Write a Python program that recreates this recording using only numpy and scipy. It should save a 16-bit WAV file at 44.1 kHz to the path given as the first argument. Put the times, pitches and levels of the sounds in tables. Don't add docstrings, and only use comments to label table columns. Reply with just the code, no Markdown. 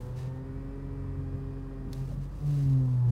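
import sys
import numpy as np
from scipy.fft import rfft, irfft, next_fast_len
from scipy.io import wavfile
from scipy.ndimage import map_coordinates

SR = 44100
rng = np.random.default_rng(int(sys.argv[2]) if len(sys.argv) > 2 else 0)


def put_to_file(sound):
    columns = np.atleast_2d(sound).T
    safe = np.clip(columns, -1, 1)
    whole_steps = np.round(safe * 32767)
    wavfile.write(sys.argv[1], SR, whole_steps.astype(np.int16))


N = 137151
t = np.arange(N) / SR


# time_s, level_db
BOOM = [(0, -41), (.25, -53), (.6, -41), (1.2, -42), (1.9, -41), (2.4, -39.5), (2.57, -44.5), (2.75, -41.5),
        (3.0, -48), (3.11, -54)]
# frequency_hz, level_db per Hz
RUMBLE = [(20, -37.5), (35, -21), (55, 3), (85, -2), (120, 1), (170, -2.5), (230, -11.5), (320, -20),
          (600, -62)]
# frequency_hz, level_db per Hz
ENGINE_NOISE = [(120, -7.5), (250, 5), (470, 3.5), (700, -8), (1100, -5), (1450, -14), (1900, -15),
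                (2300, -28.5), (3200, -26.5), (4900, -34.5), (6200, -38), (9000, -35), (12000, -39.5),
                (16000, -46)]
RUMBLE_DB, RUMBLE_SWING_DB = -46, 1.5
ENGINE_NOISE_DB, FIRING_DEPTH = -54, 0.11
VANE_PASSES_PER_FIRING = 3.02
SECOND_ORDER_DB, SECOND_ORDER_SWING_DB, SECOND_ORDER_LOAD_DB = -51.5, 5.5, 5.5

# peak_s, level_db
BUMPS = [(.085, -44), (0.502, -48), (1.039, -43.5), (1.17, -43.5), (1.38, -42), (1.891, -39.5),
         (2.165, -38), (2.449, -43.5), (2.68, -38), (3.1, -37)]
BUMP_WIDTH_S = 0.055

# peak_s, rise_s, fall_s, level_db, brightness_db per octave
RUBS = [(.01, 0.055, 0.078, -66, 1.5), (0.187, 0.019, 0.041, -58, -2.5), (.255, 0.031, 0.03, -64, -4),
        (1.97, .035, 0.053, -61, 0), (2.099, 0.058, 0.047, -64, -0.5), (2.24, 0.038, 0.025, -66, -1.5),
        (2.391, 0.072, 0.053, -67, 0), (2.491, 0.033, 0.1, -60.5, -0.5), (2.601, 0.054, 0.13, -60.5, -1),
        (2.919, 0.11, 0.12, -68.5, -1), (3.11, 0.028, .04, -64.5, -1)]
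# frequency_hz, level_db per Hz
LEATHER = [(500, -8), (1300, -4), (2200, 3), (3200, 0), (4500, 2), (6500, 0.5), (9000, -2.5), (13000, -5),
           (16000, -7)]
# centre_hz, width_hz, lift_db above the hiss
RIM = [(1800, 300, 3), (2750, 300, 3.5), (3850, 300, 3.5), (4800, 500, 2.5), (6200, 500, 2), (8500, 500, 3)]
RIM_SHIFT = .02
RUB_GRAIN_DB, RUB_JUDDER_DB = 1.3, .6

# frequency_hz, level_db per Hz
CLICK_COLOUR = [(800, -24), (2000, -15), (2600, -4), (3500, 6.5), (4300, 7.5), (5200, 7.5), (6500, -1),
                (8000, -6), (11000, -4), (16000, -8.5)]
# pitch_hz, level_db, t60_s
CLICK_MODES = [(2100, -51, .014), (3600, -43, .006), (4450, -37, .006), (5300, -42, .007),
               (6400, -48, .005), (11000, -46, .003)]
CLICK_S, CLICK_DB, CLICK_T60_S = 1.9314, -44, .008
CLICK_TAIL_DB, CLICK_TAIL_T60_S = -49, .045

# start_s, length_s, start_hz, glide_octaves_per_s, level_db
GURGLES = [(2.055, .05, 400, 7, -55), (2.098, .06, 840, -20, -52.5), (2.1, .075, 105, 13, -39),
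           (2.115, .045, 380, 10, -53), (2.305, .065, 480, 5, -59), (2.4, .06, 420, 3, -57)]
GURGLE_ROUGH_RAD = .6

# time_s, vane_rate_hz
PUMP = [(0, 122.4), (0.2, 128.2), (0.42, 131.5), (0.62, 135.8), (0.8, 137.4), (1.0, 137.1), (1.25, 134.9),
        (1.55, 135.1), (1.95, 132.8), (2.18, 136.1), (2.35, 143.4), (2.47, 147), (2.66, 137.3),
        (2.85, 128.1), (3.11, 119.9)]
# time_s, level_db
HUM = [(0, -45), (0.12, -38.5), (0.27, -34.5), (0.38, -41), (0.7, -45.5), (0.88, -42), (1.22, -40),
       (1.5, -41), (1.7, -46), (1.9, -44), (2.02, -32.5), (2.12, -43.5), (2.2, -34.5), (2.37, -48.5),
       (2.47, -27), (2.6, -27), (2.74, -22.5), (2.89, -27), (3.03, -24), (3.1, -23.5)]
# time_s, level_db
OCTAVE = [(0, -50.5), (0.2, -65), (0.35, -46.5), (0.75, -45.5), (1.4, -46), (1.9, -46.5), (2.15, -56),
          (2.38, -59), (2.52, -47), (2.68, -38.5), (2.8, -36.5), (2.93, -42.5), (3.05, -58.5)]
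# multiple of the vane rate, then level_db in each of the seven load stages
OVERTONES = [(3, -59, -55, -52.5, -53, -72, -59, -58), (4, -54, -58.5, -64, -63.5, -74, -63, -59.5),
             (5, -73, -66, -71, -68.5, -80, -64.5, -65.5), (6, -78, -66, -72, -69, -78, -76, -65.5),
             (7, -67, -63, -68, -72, -80, -76, -67), (8, -68, -74, -79, -79, -82, -74, -68),
             (9, -77, -85, -73, -73, -77, -81, -74), (10, -73, -82, -83, -83, -86, -85, -81),
             (11, -77, -81, -75.5, -80, -90, -81, -77), (12, -79, -80, -79, -75.5, -88, -88, -87),
             (13, -81, -88, -76.5, -84, -84, -88, -90), (14, -88, -69.5, -73, -75.5, -88, -90, -80),
             (15, -81, -82, -79, -83, -92, -90, -95), (16, -88, -90, -84, -90, -95, -95, -95),
             (17, -89, -88, -77.5, -89, -92, -92, -92), (18, -90, -89, -85, -80.5, -95, -92, -97),
             (19, -92, -90, -82.5, -83, -95, -95, -97), (35, -98, -98, -90, -90, -99, -99, -99),
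             (37, -96, -91, -87, -87, -99, -99, -99)]
STAGE_S = [-1, .17, .42, 1.2, 2.08, 2.42, 2.66]
LET_GO, SPUN_BACK, COASTING = 4, 5, 6
LOAD_RAMP_S, LOCK_ON_S, LOCK_OFF_S = .08, .42, 2.05
VANES, SHAFT_DEPTH = 10, 0.092
FLUTTER_DB, COASTING_FLUTTER_DB = 1.3, 1.2
JITTER_RAD, MOVING_JITTER_RAD = .009, .006
GROWL_RAD = .03
# frequency_hz, level_db per Hz
FLOW = [(200, -16.5), (500, 7), (750, 0), (1200, -3), (2000, -12), (5000, -18), (12000, -29)]
FLOW_DB = -61
FLOW_SLACK, FLOW_COAST_SLACK = .5, .25
# frequency_hz, level_db per Hz
RELIEF = [(500, -29), (1000, 0.5), (1450, -2.5), (1900, -8.5), (2400, -8.5), (3300, -13.5), (4900, -14.5),
          (5800, -18.5), (9000, -22), (14000, -30.5)]
RELIEF_DB, RELIEF_DEPTH = -68.5, 0.078

LOW_CUT_HZ, TOP_HZ, FADE_S = 30, 15800, .006


def amp(db):
    return 10 ** (np.asarray(db) / 20)


def along(points, hz):
    f, v = np.transpose(points)
    return np.interp(np.log(hz + 1), np.log(f + 1), v)


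def curve(rows):
    return np.interp(t, *np.transpose(rows))


def wobble(rate):
    knots = rng.standard_normal(4096)
    coarse_t = t[::32]
    smooth = map_coordinates(knots, [coarse_t * rate], mode="wrap")
    return np.interp(t, coarse_t, smooth)


def filtered(x, response):
    m = next_fast_len(N + SR // 2)
    hz = np.fft.rfftfreq(m, 1 / SR)
    return irfft(rfft(x, m) * response(hz), m)[:N]


def noise(spectrum, resonances=()):
    def response(hz):
        lift_db = sum(db / (1 + (2 * (hz - centre) / width) ** 2) for centre, width, db in resonances)
        return amp(along(spectrum, hz) + lift_db)

    x = filtered(rng.standard_normal(N), response)
    return x / x.std()


def tone(phase):
    return np.sqrt(2) * np.sin(phase + 2 * np.pi * rng.random())


def vane_phase():
    return 2 * np.pi * np.cumsum(curve(PUMP)) / SR


def after(s):
    return np.clip((t - s) / LOAD_RAMP_S + .5, 0, 1)


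def lock():
    return after(LOCK_ON_S) * (1 - after(LOCK_OFF_S))


def engine():
    firing = vane_phase() / VANE_PASSES_PER_FIRING
    boom = amp(curve(BOOM)) * tone(firing)
    second_db = SECOND_ORDER_DB + SECOND_ORDER_LOAD_DB * lock() + SECOND_ORDER_SWING_DB * wobble(4.33)
    second_order = amp(second_db) * tone(2 * firing)
    rumble = amp(RUMBLE_DB + RUMBLE_SWING_DB * wobble(8.41)) * noise(RUMBLE)
    rush = amp(ENGINE_NOISE_DB) * (1 + FIRING_DEPTH * tone(firing)) * noise(ENGINE_NOISE)
    return boom + second_order + rumble + rush


def bumps():
    swells = sum(amp(db) * np.exp(-((t - s) / BUMP_WIDTH_S) ** 2) for s, db in BUMPS)
    return swells * noise(RUMBLE)


def hands():
    sound = np.zeros(N)
    for s, rise, fall, db, tilt_db in RUBS:
        swell = np.exp(-((t - s) / np.where(t < s, rise, fall)) ** 2 / 2)
        grip = 1 + RIM_SHIFT * rng.standard_normal()
        hiss = [(hz, level + tilt_db * np.log2(hz)) for hz, level in LEATHER]
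        rim = [(hz * grip, width, lift) for hz, width, lift in RIM]
        sound += amp(db) * swell * noise(hiss, rim)
    return sound * amp(RUB_GRAIN_DB * wobble(200) + RUB_JUDDER_DB * wobble(45))


def click():
    age = np.maximum(t - CLICK_S, 0)
    crack = amp(CLICK_DB - 60 * age / CLICK_T60_S)
    echo = amp(CLICK_TAIL_DB - 60 * age / CLICK_TAIL_T60_S)
    ring = sum(amp(db - 60 * age / t60) * np.sin(2 * np.pi * hz * age) for hz, db, t60 in CLICK_MODES)
    return ring + (t > CLICK_S) * (crack + echo) * noise(CLICK_COLOUR)


def gurgles():
    sound = np.zeros(N)
    for s, length, start_hz, glide, db in GURGLES:
        age = np.clip(t - s, 0, length)
        phase = 2 * np.pi * np.cumsum(start_hz * 2 ** (glide * age)) / SR
        swell = np.sin(np.pi * age / length) ** 2
        sound += amp(db) * swell * tone(phase + GURGLE_ROUGH_RAD * wobble(150))
    return sound


def pump():
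    held = lock()
    moving = 1 - held
    begun = np.array([after(s) for s in STAGE_S])
    stages = -np.diff(begun, axis=0, append=0)
    coasting = stages[COASTING]

    phase = vane_phase() + (JITTER_RAD + MOVING_JITTER_RAD * moving) * wobble(30)
    whine = amp(curve(HUM)) * tone(phase) + amp(curve(OCTAVE)) * tone(2 * phase)
    growl = GROWL_RAD * stages[SPUN_BACK] * wobble(90)
    for k, *stage_db in OVERTONES:
        level = amp(stage_db) @ stages
        shake = 1 + SHAFT_DEPTH * (tone(phase / VANES) + tone(2 * phase / VANES))
        flutter = amp((FLUTTER_DB + COASTING_FLUTTER_DB * coasting) * wobble(12))
        whine = whine + level * shake * flutter * tone(k * (phase + growl))

    flow_gain = moving * (1 - FLOW_SLACK * stages[LET_GO] - FLOW_COAST_SLACK * coasting)
    flow = amp(FLOW_DB) * flow_gain * noise(FLOW)
    relief = amp(RELIEF_DB) * held * (1 + RELIEF_DEPTH * tone(phase)) * noise(RELIEF)
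    return whine + flow + relief


def scene():
    return (engine() + bumps() + hands() + click() + gurgles() + pump())[None]


def record(dry):
    def response(hz):
        low_cut = 1 - 1 / (1 + (hz / LOW_CUT_HZ) ** 10)
        return (hz < TOP_HZ) * low_cut

    fade = np.clip(np.minimum(t, t[-1] - t) / FADE_S, 0, 1)
    return fade * filtered(fade * dry[0], response)[None]


dry = scene()
out = record(dry)
put_to_file(out)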